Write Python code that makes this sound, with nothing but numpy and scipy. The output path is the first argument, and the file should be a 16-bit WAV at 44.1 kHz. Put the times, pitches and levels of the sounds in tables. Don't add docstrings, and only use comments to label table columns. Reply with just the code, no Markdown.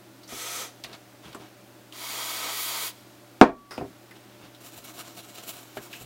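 import sys
import numpy as np
from scipy import signal
from scipy.fft import rfft, irfft, next_fast_len
from scipy.io import wavfile
from scipy.ndimage import minimum_filter1d, map_coordinates

SR = 44100
rng = np.random.default_rng(int(sys.argv[2]) if len(sys.argv) > 2 else 0)


def master(y):
    cut = np.clip(np.atleast_2d(y).T, -1, 1)
    pcm = np.round(cut * 32767)
    wavfile.write(sys.argv[1], SR, pcm.astype(np.int16))


N = 266805


def amp(db):
    return 10 ** (np.asarray(db) / 20)


def unit(x):
    return x / np.sqrt(np.mean(x ** 2) + 1e-20)


def along(points, hz):
    f, v = np.transpose(points)
    return np.interp(np.log(hz + 1), np.log(f + 1), v)


def colour(spectrum, peaks, f):
    peaks_db = sum(db / (1 + (2 * (f - hz) / width) ** 2) for hz, width, db in peaks)
    return amp(along(spectrum, f) + peaks_db)


def filtered(x, response):
    size = next_fast_len(len(x) + SR // 4)
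    return irfft(rfft(x, size) * response(np.fft.rfftfreq(size, 1 / SR)), size)[:len(x)]


def coloured(x, spectrum, peaks=()):
    return unit(filtered(x, lambda f: colour(spectrum, peaks, f)))


def split(x, edge_hz):
    low = filtered(x, lambda f: 1 / (1 + (f / edge_hz) ** 8))
    return low, x - low


def soften(x, edge_hz):
    return signal.lfilter(*signal.butter(1, min(edge_hz, SR / 3), fs=SR), x)


def wobble(rate):
    return map_coordinates(rng.standard_normal(int(N * rate / SR) + 4), [np.arange(N) * rate / SR])


def grains(rate, spread_db, share):
    ticks = (rng.random(N) < rate / SR) * rng.standard_normal(N)
    ticks *= amp(spread_db * rng.standard_normal(N))
    return np.sqrt(share) * unit(ticks) + np.sqrt(1 - share) * rng.standard_normal(N)


def swell(peak_s, length, rise, fall):
    t = np.arange(N) / SR - peak_s
    return np.exp(-.5 * (t / (length * np.where(t < 0, rise, fall))) ** 2)


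def gate(start, end, edge_s):
    t = np.arange(N) / SR
    return np.clip(np.minimum(t - start, end - t) / edge_s, 0, 1)


def add(track, start, sound):
    part = track[round(start * SR):][:len(sound)]
    part += sound[:len(part)]


def room(air_db=-52):
    # frequency in Hz, relative level in dB.
    air_tone = [(25, -20), (70, -7.5), (105, -2), (160, -10.5), (240, -2.5), (370, 5), (440, -1), (700, 0),
                (1500, -5.5), (4000, -9.5), (10000, -16), (15500, -15)]
    # frequency in Hz, width in Hz, boost in dB.
    air_peaks = [(195.4, 34, 14), (261, 25, 5.5), (314.5, 62, 10), (591, 32, 9.5), (730, 36, 3.5),
                 (1417, 99, 3.5)]
    # frequency in Hz, level in dB.
    hum_tones = [(120, -60), (600, -72)]
    t = np.arange(N) / SR
    hum = sum(amp(db) * np.sqrt(2) * np.sin(2 * np.pi * (hz * t + rng.random())) for hz, db in hum_tones)
    return amp(air_db) * coloured(rng.standard_normal(N), air_tone, air_peaks) + hum


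def clicks(sharpness=4.9, crack_db=-9, crack_t60=0.029):
    # start in seconds, level in dB, pitch in Hz, seconds to fade by 60 dB (called t60).
    contacts = [(0.233, -49.5, 4400, 0.14), (0.277, -46.5, 6000, 0.1), (0.838, -33, 4100, 0.089),
                (0.844, -37.5, 2100, 0.079), (0.93, -42.5, 4150, 0.082), (1.254, -46, 3200, .08),
                (1.329, -46, 3400, 0.056), (1.347, -47.5, 7800, 0.078), (1.347, -37, 1120, 0.085),
                (1.924, -39, 3100, 0.047), (3.778, -41.5, 2580, 0.11), (4.110, -42.5, 1790, 0.08),
                (4.547, -49.5, 3500, 0.091), (5.771, -39, 2900, 0.053), (5.773, -37.5, 1570, 0.088),
                (5.929, -39.5, 2670, 0.22), (5.936, -42.5, 1680, 0.057)]
    out, t = np.zeros(N), np.arange(SR // 3) / SR
    for start, db, hz, t60 in contacts:
        rattle = unit(signal.lfilter(*signal.iirpeak(hz, sharpness, SR), rng.standard_normal(len(t))))
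        crack = amp(crack_db - 60 * t / crack_t60) * rng.standard_normal(len(t))
        add(out, start, amp(db) * (rattle * amp(-60 * t / t60) + crack))
    return out


def valve(start, let_go, first_db, firmer_db, closing_s, open_s=0.077, dribble_db=-20.5, dribble_t60=1.54):
    t = np.arange(N) / SR
    held = np.clip(t, start, let_go) - start
    after = np.maximum(t - let_go, 0)
    opening = amp(first_db * np.exp(-held / open_s) + firmer_db * held)
    shutting = np.exp(-.5 * (after / closing_s) ** 2)
    dribble = amp(dribble_db - 60 * after / dribble_t60)
    return gate(start, np.inf, edge_s=.006) * opening * np.maximum(shutting, dribble)


def spray(press, spectrum, peaks, mist_db, splash_db=-6.3):
    # time in seconds, shift in dB.
    aim = [(0.38, 1), (0.48, -0.5), (0.55, 1), (0.64, -2), (2.1, 0.5), (2.18, -0.5), (2.35, 0.5),
           (2.48, -3.2), (2.63, 5), (2.73, 0), (2.85, 2)]
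    start, let_go, jet_db, first_db, firmer_db, closing_s = press
    jet = valve(start, let_go, first_db, firmer_db, closing_s)
    aim_db = np.interp(np.arange(N) / SR, *np.transpose(aim))
    mist = jet ** 1.2 * amp(mist_db + aim_db)
    splash = jet * amp(splash_db - aim_db)
    droplets = coloured(grains(rate=5000, spread_db=3.5, share=0.07), spectrum, peaks)
    low, rest = split(droplets, edge_hz=1770)
    middle, high = split(rest, edge_hz=8700)
    sputter = amp(0.52 * wobble(70))
    level = amp(jet_db + 0.34 * wobble(45))
    return level * (jet * unit(middle) + mist * unit(high) + splash * unit(low) * sputter)


def sprays():
    # start and release in seconds, jet level in dB, offset in dB as it first opens,
    # growth in dB per second held, closing time in seconds.
    board_press = (0.2852, 0.59, -39, -8, 8.5, 0.0557)
    brush_press = (1.9269, 2.861, -36.5, -15.5, 2.3, 0.027)
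    # frequency in Hz, relative level in dB.
    board_hiss = [(60, -28), (150, -14), (330, -2), (450, 0), (1000, -4), (3000, -2), (6000, 0),
                  (10000, -3.5), (15500, -9)]
    brush_hiss = [(60, -40), (150, -19), (310, -5.5), (450, -0.5), (1000, -9), (3000, -7.5), (6000, -3),
                  (10000, -2), (15500, -1)]
    # frequency in Hz, width in Hz, boost in dB.
    board_peaks = [(502, 150, 9.2), (700, 40, 10.5), (915, 77, 9.9), (1280, 300, 14.7), (1985, 330, 7.6),
                   (2396, 153, 10), (3120, 170, 7.2), (3390, 200, 8.2), (3932, 430, 4.3), (6200, 370, 6.3),
                   (7650, 160, 8.5)]
    brush_peaks = [(661, 44, 8.2), (980, 310, 12.4), (1256, 370, 11), (1520, 60, 6.7), (2027, 410, 10.1),
                   (2295, 100, 6.7), (2465, 120, 6.8), (3270, 650, 12.6), (4010, 370, 6.5),
                   (4460, 330, 5.6), (4780, 200, 7.2), (7000, 240, 4.4)]
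    on_board = spray(board_press, board_hiss, board_peaks, mist_db=-4.5)
    return on_board + spray(brush_press, brush_hiss, brush_peaks, mist_db=-2.0)


def bench(push_db=9, clutter_db=-1, sway_t60=.25):
    # start in seconds, knock strength in dB, treble cutoff in Hz, sway strength in dB.
    blows = [(0.323, -33.5, 300, -50), (0.846, -47.5, 2500, -48), (1.255, -54, 600, -45),
             (1.35, -38.5, 2500, -49), (1.401, -44.5, 900, -53), (3.413, 2.5, 3200, -44),
             (3.431, -11, 915, -45), (3.493, -20, 800, -54), (3.78, -28.5, 896, -42),
             (3.812, -27, 595, -36.5), (3.85, -42, 300, -47), (4.43, -58, 400, -51), (4.77, -56, 400, -51),
             (5.77, -36.5, 5000, -44), (6.012, -47, 900, -45)]
    # frequency in Hz, relative level in dB.
    thud_tone = [(30, -23), (95, -31), (140, -14.5), (185, -7), (250, -2), (450, -3.5), (700, -3),
                 (1200, -7), (2000, -13), (4000, -19), (8000, -25.5), (15500, -39.5)]
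    sway_tone = [(20, -24), (45, -12), (65, -1), (95, -7), (130, 7), (190, -1.5), (400, -32), (1500, -79)]
    # frequency in Hz, width in Hz, boost in dB.
    top_peaks = [(135, 22, 4.5), (228.3, 33.4, 13.5), (265.5, 22, 7.5), (298, 50, 8), (351, 56, 9),
                 (395, 32.6, 19.5), (491, 30, 13), (628, 58, 16), (687, 21, 10.5), (726, 34, 7),
                 (766, 66, 11), (914, 74, 9.5), (1063, 100, 11.5), (1240, 170, 3), (1400, 70, 9),
                 (1514, 37, 8), (1650, 62, 9), (1840, 76, 13), (2320, 260, 9.5)]
    # frequency in Hz, seconds to fade by 60 dB.
    clutter_fade = [(80, 0.28), (240, 0.26), (400, 0.16), (1000, 0.17), (3000, 0.18), (12000, 0.14)]
    out, t = np.zeros(N), np.arange(SR // 2) / SR
    cepstrum = irfft(np.log(colour(thud_tone, top_peaks, np.fft.rfftfreq(len(t), 1 / SR))))
    push = irfft(np.exp(rfft(2 * cepstrum * (t > 0) * (t < t[-1] / 2))))
    push = soften(push / abs(push).max(), edge_hz=1650)
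    for start, db, cutoff_hz, sway_db in blows:
        noise = coloured(rng.standard_normal(len(t)), thud_tone, top_peaks)
        hz, times, bands = signal.stft(noise, SR, nperseg=256)
        fade = amp(-60 * times / along(clutter_fade, hz)[:, None])
        clutter = signal.istft(bands * fade, SR, nperseg=256)[1][:len(t)]
        knock = soften(amp(push_db) * push + amp(clutter_db) * clutter, cutoff_hz)
        sway = coloured(rng.standard_normal(len(t)), sway_tone) * amp(sway_db - 60 * t / sway_t60)
        add(out, start, amp(db) * knock + soften(sway, edge_hz=160))
    return out


def sliding():
    # loudest moment in seconds, relative level in dB, length in seconds.
    slides = [(0.88, -50.5, .07), (0.939, -46, 0.041), (1.255, -46, 0.047), (1.32, -50, .06),
              (1.42, -50, .07), (4.16, -55, .02), (4.28, -59, .3), (4.435, -54, 0.057)]
    # frequency in Hz, relative level in dB.
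    mat_tone = [(88, -38), (150, -16), (228, -4.5), (725, -10.5), (928, -9.5), (2260, -14), (3370, -11.5),
                (3780, -16), (14000, -35.5)]
    speed = sum(amp(db) * swell(peak_s, length, rise=0.35, fall=0.62) for peak_s, db, length in slides)
    friction = coloured(grains(rate=1800, spread_db=7.0, share=0.35), mat_tone)
    catching = amp(1.9 * wobble(60))
    return amp(-1.5) * speed * friction * catching


def can(hollow_hz=1141, hollow_t60=0.85, rim_t60=0.26):
    # start in seconds, rim level in dB, level of the hollow ring in dB.
    hits = [(3.413, -43, -32), (3.709, -34, -69)]
    # frequency in Hz, width in Hz, boost in dB.
    rim_peaks = [(1350, 290, 12.5), (2046, 450, 6), (4840, 390, 13.5), (5150, 360, 10.5), (5590, 310, 10.5),
                 (7000, 400, 1), (9200, 810, 4.5)]
    rim_tone = [(150, -4.0), (400, 10.0), (3000, -4.0), (15000, -15)]  # Hz, relative dB
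    out, t = np.zeros(N), np.arange(SR) / SR
    for start, rim_db, hollow_db in hits:
        rim = coloured(rng.standard_normal(len(t)), rim_tone, rim_peaks) * amp(rim_db - 60 * t / rim_t60)
        hollow = np.sin(2 * np.pi * hollow_hz * t) * amp(hollow_db - 60 * t / hollow_t60)
        add(out, start, rim + hollow)
    return out


def shifting(x, depth_db=1.0, width_hz=1500, change_s=.06):
    hz, times, bands = signal.stft(x, SR, nperseg=256)
    place = np.meshgrid(hz / width_hz, times / change_s, indexing="ij")
    drift = map_coordinates(rng.standard_normal((64, 256)), place, mode="mirror")
    return signal.istft(bands * amp(depth_db * drift), SR, nperseg=256)[1][:N]


def scrubbing(flick_db=-2.5):
    # start and end in seconds, level in dB.
    light_rub = (4.6, 6.1, -57)
    # loudest moment in seconds, level in dB, length in seconds, extra brightness in dB.
    strokes = [(4.614, -54, 0.014, 4), (4.665, -50, 0.042, 4), (4.742, -51.5, .012, 2),
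               (4.778, -46.5, .028, 3), (4.85, -48, 0.019, 4), (4.89, -48, 0.043, -1),
               (4.967, -48.5, .05, 1), (5.0, -41, 0.032, 0), (5.072, -48.5, .06, -2),
               (5.184, -43.5, 0.027, -1), (5.25, -50, 0.033, -2), (5.296, -48, .018, -1.5),
               (5.353, -50, .022, 3.5), (5.385, -44.5, .032, -3.5), (5.44, -47, 0.027, 2),
               (5.491, -38.5, 0.031, 4), (5.542, -49, .04, 3.5), (5.59, -51, .055, 3),
               (5.767, -50.5, .025, 4), (5.843, -49, .045, 3.5), (5.943, -47, 0.048, 1),
               (6.013, -46.5, .026, 3.5)]
    # frequency in Hz, relative level in dB.
    bristle_tone = [(60, -21), (150, -3.5), (400, -2.5), (1000, -17.5), (1900, -11.5), (3000, -2.5),
                    (6000, -13), (10000, -8), (15500, -5.5)]
    # frequency in Hz, width in Hz, boost in dB.
    bristle_peaks = [(703, 97, 11), (1030, 460, 12.5), (1400, 460, 9), (2310, 120, 3.5), (4050, 240, 6),
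                     (5800, 960, 4.5), (7340, 1600, 7)]
    start, end, light_db = light_rub
    rub_power = flick_power = (amp(light_db) * gate(start, end, edge_s=.02)) ** 2
    for peak_s, db, length, bright_db in strokes:
        stroke = amp(db) * swell(peak_s, length, rise=0.47, fall=0.58)
        rub_power = rub_power + stroke ** 2
        flick_power = flick_power + (stroke * amp(bright_db)) ** 2
    friction = shifting(grains(rate=3000, spread_db=3, share=.5))
    body, tips = split(coloured(friction, bristle_tone, bristle_peaks), edge_hz=7800)
    rub = np.sqrt(rub_power) * unit(body)
    flick = amp(flick_db) * np.sqrt(flick_power) * unit(tips)
    catching = amp(1.37 * wobble(110))
    return (rub + flick) * catching


def nearby(x, echo_db=-8, t60=0.1):
    t = np.arange(SR // 10) / SR
    echoes = rng.standard_normal(len(t)) * amp(-60 * t / t60)
    low, high = split(x, edge_hz=560)
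    scattered = signal.fftconvolve(high, echoes / np.linalg.norm(echoes))[:N]
    return low + (high + amp(echo_db) * scattered) / np.hypot(1, amp(echo_db))


def scene():
    hiss_and_rub = nearby(sprays() + scrubbing() + sliding())
    return np.tile(hiss_and_rub + clicks() + bench() + can() + room(), (2, 1))


def record(dry, threshold=0.75, most_db=8, hold_s=0.14, attack_s=0.036, release_s=0.23, top_hz=15830):
    needed_db = np.clip(20 * np.log10(threshold / (abs(dry[0]) + 1e-9)), -most_db, 0)
    size = int(hold_s * SR) | 1
    held_db = minimum_filter1d(needed_db, size, origin=size // 2)
    fast_db, slow_db = (signal.fftconvolve(held_db, np.ones(n) / n)[:N]
                        for n in (int(attack_s * SR), int(release_s * SR)))
    ducked = dry[0] * amp(np.minimum(fast_db, slow_db))
    clipped = ducked / (1 + ducked ** 16) ** (1 / 16)
    return np.tile(filtered(clipped, lambda hz: hz < top_hz), (2, 1))


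dry = scene()
out = record(dry)
master(out)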